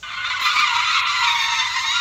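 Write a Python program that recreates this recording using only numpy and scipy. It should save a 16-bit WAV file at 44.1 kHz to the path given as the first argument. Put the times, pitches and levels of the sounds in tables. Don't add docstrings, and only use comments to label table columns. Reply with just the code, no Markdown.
import sys
import numpy as np
from scipy import signal
from scipy.fft import rfft, irfft
from scipy.io import wavfile
from scipy.ndimage import uniform_filter1d

SR = 44100
rng = np.random.default_rng(int(sys.argv[2]) if len(sys.argv) > 2 else 0)


def invert_db(x):
    u = np.asarray(x, float) / 20
    return 10 ** u


def wav_out(sig):
    wavfile.write(sys.argv[1], SR, np.round(np.clip(np.atleast_2d(sig).T, -1, 1) * 32767).astype(np.int16))


N = 88244

# start_s, pitch_hz, level_db
LOW_TYRE = [(0.03, 1066, -17), (0.181, 1055, 7), (0.301, 1013, -13), (0.457, 1015, 8.5), (.54, 1006, -11),
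            (.75, 985, 3.5), (0.951, 999.6, -1), (1.179, 994.2, 5.5), (1.23, 923.4, -20), (1.402, 918.5, 6),
            (1.602, 902, 8), (1.702, 931.5, -12.5), (1.797, 896.6, -6), (1.899, 947, 5.5), (2, 975, 9)]
EASE_EDGE_S = 0.02


def to_rms(x, db):
    return x * invert_db(db) / np.sqrt(np.mean(x ** 2))


def colour(x, points):
    hz, db = np.array(points, float).T
    log_hz = np.log(np.arange(len(x) // 2 + 1) * SR / len(x) + 1)
    return irfft(rfft(x) * invert_db(np.interp(log_hz, np.log(hz), db)), len(x))


def noise(points, db):
    return to_rms(colour(rng.standard_normal(N), points), db)


def walk(rate_hz):
    k = max(int(SR / rate_hz), 2)
    wander = uniform_filter1d(uniform_filter1d(rng.standard_normal(N), k), k)
    return wander / wander.std()


def swell(start_s, length_s, edge_s):
    t = np.arange(N) / SR
    inside_s = np.minimum(t - start_s, start_s + length_s - t)
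    return np.sin(np.pi / 2 * np.clip(inside_s / edge_s + 0.5, 0, 1)) ** 2


def rumble():
    # frequency_hz, level_db
    air_spectrum = [(24, -41), (40, -5), (54, 6), (70, -2.5), (97, 4.5), (124, -3), (257, -9), (500, -20),
                    (650, -15), (1100, -120)]
    fills_s, thin_db = 0.38, -4.5
    full = noise([(30, -20)] + list(air_spectrum) + [(700, -18), (1000, -62)], -52)
    full = full * invert_db(0.5 * walk(3.9))
    thin = colour(full, [(180, -0.5), (300, thin_db), (520, thin_db), (650, 4.5)])
    return full + (thin - full) * swell(-1, 1 + fills_s, 0.05)


def hisses():
    road = noise([(500, -14.5), (2000, -15.5), (4500, -10), (7000, -6), (9000, -26), (11000, -46)], -50)
    phone = noise([(7000, -27), (10000, -11), (15000, -3)], -66)
    return road + phone


def engine_whine():
    # start_s, pitch_hz, level_db
    whine_curve = [(0.162, 572, -67), (.22, 578, -56.5), (.58, 586, -54.5), (0.639, 590, -60.5),
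                   (1.201, 617.4, -59), (1.4, 625, -65)]
    t = np.arange(N) / SR
    s, hz, db = np.array(whine_curve).T
    pitch_hz = np.interp(t, s, hz) + 3 * walk(14.7)
    return invert_db(np.interp(t, s, db) + 1.4 * walk(31)) * np.sin(2 * np.pi * np.cumsum(pitch_hz) / SR)


def handling():
    # start_s, tick_db, bump_db
    bump_events = [
        (.0275, -55, -74),
        (0.4117, -45, -46),
        (0.5575, -40, -43),
        (0.5978, -37.5, -40),
        (0.763, -44, -78),
    ]
    # start_s, length_s, level_db
    rustle_events = [(0.413, 0.069, -43.5), (0.504, 0.073, -57), (0.594, 0.025, -48), (0.703, .13, -62),
                     (0.92, 0.12, -58), (1.063, 0.069, -64), (1.162, 0.076, -54.5), (1.265, 0.11, -52.5),
                     (1.383, 0.082, -48.5), (1.524, 0.083, -57), (1.633, 0.12, -63.5), (1.776, 0.17, -57)]
    tick_s, bump_s, bump_hz = 0.0024, 0.014, 223
    t = np.arange(N) / SR
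    cloth = noise([(6000, -32), (9500, -9), (12500, -5), (15500, -6)], 0) * invert_db(0.92 * walk(150))
    thud = noise([(40, -12), (bump_hz, 0), (700, -12), (2000, -40)], 0)
    rub = invert_db(-63.5) * (t > 0.4)
    for s, length_s, db in rustle_events:
        rub = rub + invert_db(db) * swell(s, length_s, 0.065)
    out = rub * cloth
    for s, tick_db, bump_db in bump_events:
        late = np.maximum(t - s, 0)
        tick = invert_db(tick_db) * np.exp(-late / tick_s) * cloth
        bump = invert_db(bump_db) * np.exp(-late / bump_s) * thud
        out = out + (t >= s) * (tick + bump)
    return out


def stack(phase, overtones_db):
    return sum(invert_db(db) * np.cos((k + 1) * phase + 0.407 * k * k) for k, db in enumerate(overtones_db))


def tyre(curve, overtones_db, wander, jitter, flutter_db, count):
    t = np.arange(N) / SR
    s, hz, db = np.array(curve, float).T
    ribs = 0
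    for _ in range(count):
        pitch_hz = np.interp(t, s, hz) * (1 + wander * walk(24.54) + jitter * walk(305))
        rib = stack(2 * np.pi * np.cumsum(pitch_hz) / SR, overtones_db)
        ribs = ribs + invert_db(flutter_db * walk(29)) * rib
    return to_rms(ribs, 0) * invert_db(np.interp(t, s, db))


def tyres():
    # start_s, pitch_hz, level_db
    mid_early_curve = [(.03, 1210, -2.5), (.2, 1198, -19), (.43, 1202, -27), (.47, 1195, 3), (.53, 1229, -6),
                       (.64, 1215, 2.5), (.68, 1205, -19), (.8, 1207, -3.5), (.88, 1169, -24), (1.15, 1145, -4),
                       (1.2, 1180, -20)]
    mid_curve = [(1.24, 1160, -20), (1.275, 1135, 1), (1.31, 1125, 1), (1.35, 1103, 3), (1.39, 1095, -2),
                 (1.43, 1105, 2), (1.47, 1080, 1), (1.53, 1048, 0), (1.58, 1045, 1), (1.64, 1030, 1),
                 (1.68, 1000, 1), (1.72, 1005, -1), (1.76, 1024, 4), (1.82, 1050, 2), (1.91, 1083, 2),
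                 (1.93, 1100, -23)]
    high_curve = [(.03, 1510, 1.5), (.14, 1404, -17), (.28, 1460, -7.5), (.4, 1400, -30), (.54, 1458, -5),
                  (.63, 1450, -26), (.71, 1420, -0.5), (.77, 1382, -2.5), (.92, 1350, -2.5), (1.0, 1375, 1),
                  (1.07, 1349, 1.5), (1.15, 1376, 1.5), (1.25, 1377, 5), (1.29, 1368, -32),
                  (1.56, 1298, -0.5), (1.9, 1401, -48)]
    low_overtones = [-7, -5.5, -3, -3, -9.5, -12.5, -8]
    mid_early_overtones = [4, -0.5, -7.5, -10]
    mid_overtones = [-5, 0, -11, -10, -20]
    high_overtones = [-8, -9, -11, -26]
    return (invert_db(-11) * tyre(LOW_TYRE, low_overtones, 0.009, 0.02003, 3.2, count=2)
            + invert_db(-5) * tyre(mid_early_curve, mid_early_overtones, 0.009, 0.012, 2.5, count=1)
            + invert_db(-6.5) * tyre(mid_curve, mid_overtones, 0.006, 0.018, 2.2, count=1)
            + invert_db(-8) * tyre(high_curve, high_overtones, 0.008, 0.012, 2.5, count=1))


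def locked_notes():
    # start_s, length_s, pitch_hz, level_db, overtones_db
    lock_events = [(0.56, 0.052, 1130, -4.5, 11.5), (.62, 0.04, 1200, 2, 3.5),
                   (0.784, 0.063, 975, -4.5, -23), (.92, 0.046, 1100, -4.5, 8),
                   (1.695, 0.023, 1000, 2.5, -8), (1.22, 0.17, 946, 3, -12), (0.71, 0.08, 948, 1, -16),
                   (.17, .08, 1474, 5, -22), (1.48, .07, 940, 2, -8), (2, 0.028, 990, 10.5, -3),
                   (1.94, .15, 1400, 6.5, -2.5), (0.299, 0.034, 1020, -4, 5), (0.391, 0.036, 1025, -6.5, 5),
                   (0.456, 0.029, 1010, -11.5, 15), (0.337, 0.022, 1485, 6, -11),
                   (1.15, 0.092, 1000, -8, 9), (1.4, 0.072, 905, -9.5, 3), (.14, 0.081, 1065, -7.5, 8.5),
                   (.04, .1, 690, -13.5, -31), (0.082, 0.032, 3550, -3, -40),
                   (0.238, 0.028, 3560, -2.5, -40), (.415, 0.023, 3800, 0.5, -40), (1.3, .02, 3700, 7, -40),
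                   (1.385, 0.046, 2400, 0, -40), (1.87, .13, 3840, 4, -40)]
    lock_overtones = [0, -14, -9.5]
    out = 0
    for s, length_s, hz, db, over_db in lock_events:
        pitch_hz = hz * (1 + 0.009 * walk(40))
        note = stack(2 * np.pi * np.cumsum(pitch_hz) / SR, [0] + [o + over_db for o in lock_overtones])
        out = out + invert_db(db) * swell(s, length_s, EASE_EDGE_S) * note
    out = out * invert_db(1.5 * walk(50))
    return colour(invert_db(-8.5) * out, [(600, 23), (800, 24), (915, 0)])


def swarm(count):
    squeak_overtones = [0, 2.5, 0.5, -7, -6.5, -21, -6]
    spread, squeak_s, longest = 0.48, 0.028, 8192
    out = np.zeros(N + longest)
    low_s, low_hz, _ = np.array(LOW_TYRE).T
    grit = np.cumsum(0.01511 * walk(405.5)) / SR
    for row in rng.random((count, 13)):
        when, pitch, long, size, glide, turn = row[:6]
        m = np.arange(int(np.clip(SR * squeak_s * (0.4 + 1.6 * long), 64, longest)))
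        u = m / len(m)
        hz = 0.99 * np.interp(when * N / SR, low_s, low_hz) * (1 + spread * pitch ** 1.4)
        gliding = hz * m / SR * (1 + 0.05 * (glide - 0.5) * u)
        rough = hz * grit[int(turn * (N - longest)) + m]
        phase = 2 * np.pi * (turn + gliding + rough)
        squeak = stack(phase, np.array(squeak_overtones) + 14 * (row[6:] - 0.5))
        size_db = -3 * np.log(size + 0.04)
        at = int(when * N)
        out[at:at + len(m)] += invert_db(size_db) * u ** 0.72 * (1 - u) ** 2.12 * squeak
    return to_rms(out[:N], -2)


def scrub():
    # frequency_hz, level_db
    scrub_spectrum = [(550, -32.5), (976, -9.5), (1590, -6), (3740, -9), (4800, -10), (6900, -13.5),
                      (8200, -25)]
    raw = colour(rng.standard_normal(N), [(300, -63)] + list(scrub_spectrum) + [(12000, -48)])
    out = 0
    for hz in 500 * 2 ** np.arange(0, 4.5, 0.5):
        band_shape = [(hz / 2, -40), (hz / 2 ** 0.5, -10), (hz, 0), (hz * 2 ** 0.5, -10), (hz * 2, -40)]
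        out = out + colour(raw, band_shape) * invert_db(1.75 * walk(38))
    return to_rms(out, -11.5)


def grab_gain_db():
    # start_s, jump_db, decay_s
    grab_events = [(.243, 4, 0.04), (0.3003, 6, 0.017), (0.394, 4, 0.027), (.452, 3.5, 0.051),
                   (.558, 3, .02), (.586, 2, .04), (.672, 2.5, 0.022), (0.946, 4.5, 0.011),
                   (1.76, 3.5, 0.012), (1.792, 0.5, 0.021), (1.835, 4.5, 0.019)]
    dip_s, dip_share, rise_s = 0.0053, 0.45, 0.004
    t = np.arange(N) / SR
    out = 0
    for s, jump_db, decay_s in grab_events:
        gap = np.abs(t - s)
        out = out + jump_db * np.where(t >= s, np.exp(-gap / decay_s), -dip_share * np.exp(-gap / dip_s))
    return uniform_filter1d(out, int(rise_s * SR))


def slide():
    # start_s, level_db, brightness_db, swarm_db
    load_curve = [(0.03, -25.5, -44, -3.5), (0.122, -25.5, -23.5, -1.5), (0.178, -23.5, -26.5, -4.5),
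                  (.29, -21, -22.5, -2.5), (.44, -19.5, -20.5, -1), (0.584, -17.5, -17, -1),
                  (0.672, -17.5, -21.5, -0.5), (.95, -18, -20, 0.5), (1.05, -19, -19.5, -1),
                  (1.25, -18.5, -19, -0.5), (1.499, -19.5, -16.5, -4), (1.7, -20.5, -16, -1),
                  (1.85, -23.5, -13.5, -0.5), (2.0, -21.5, -16, -0.5)]
    # frequency_hz, gain_db
    arch_colour = [(1480, 1.5), (1680, 0.5), (1900, 1), (2900, -1.5), (3200, -4.5), (3550, 5), (4000, 2),
                   (4800, -0.5)]
    # start_s, length_s, treble_db
    ease_events = [
        (.19, .045, -9),
        (.385, .01, -6),
        (1.01, .06, -7),
        (1.02, .03, -6),
        (1.84, .02, -5),
    ]
    grip_lost_s = 0.0282
    t = np.arange(N) / SR
    s, db, bright_db, swarm_db = np.array(load_curve, float).T
    squeal = tyres() + locked_notes() + invert_db(np.interp(t, s, swarm_db)) * swarm(count=700)
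    squeal = colour(squeal, [(830, -34), (915, -1), (7000, -1.5), (8500, -24.5), (11000, -21)])
    rubber = colour(squeal + scrub(), arch_colour)
    treble = colour(rubber, [(2400, -28), (3800, -5), (5000, 2)])
    treble_db = np.interp(t, s, bright_db) + 16
    for start_s, length_s, ease_db in ease_events:
        treble_db = treble_db + ease_db * swell(start_s, length_s, EASE_EDGE_S)
    rubber = rubber + treble * (invert_db(treble_db) - 1)
    load_db = np.interp(t, s, db) + grab_gain_db() + 0.14 * walk(31)
    return rubber * invert_db(load_db) * swell(grip_lost_s, 5, 0.0014)


def scene():
    mix = rumble() + hisses() + engine_whine() + handling() + slide()
    return mix[None, :]


def band_limit(x):
    return signal.sosfilt(signal.butter(12, 15560, fs=SR, output="sos"), x)


def record(dry):
    return band_limit(dry)


dry = scene()
out = record(dry)
wav_out(out)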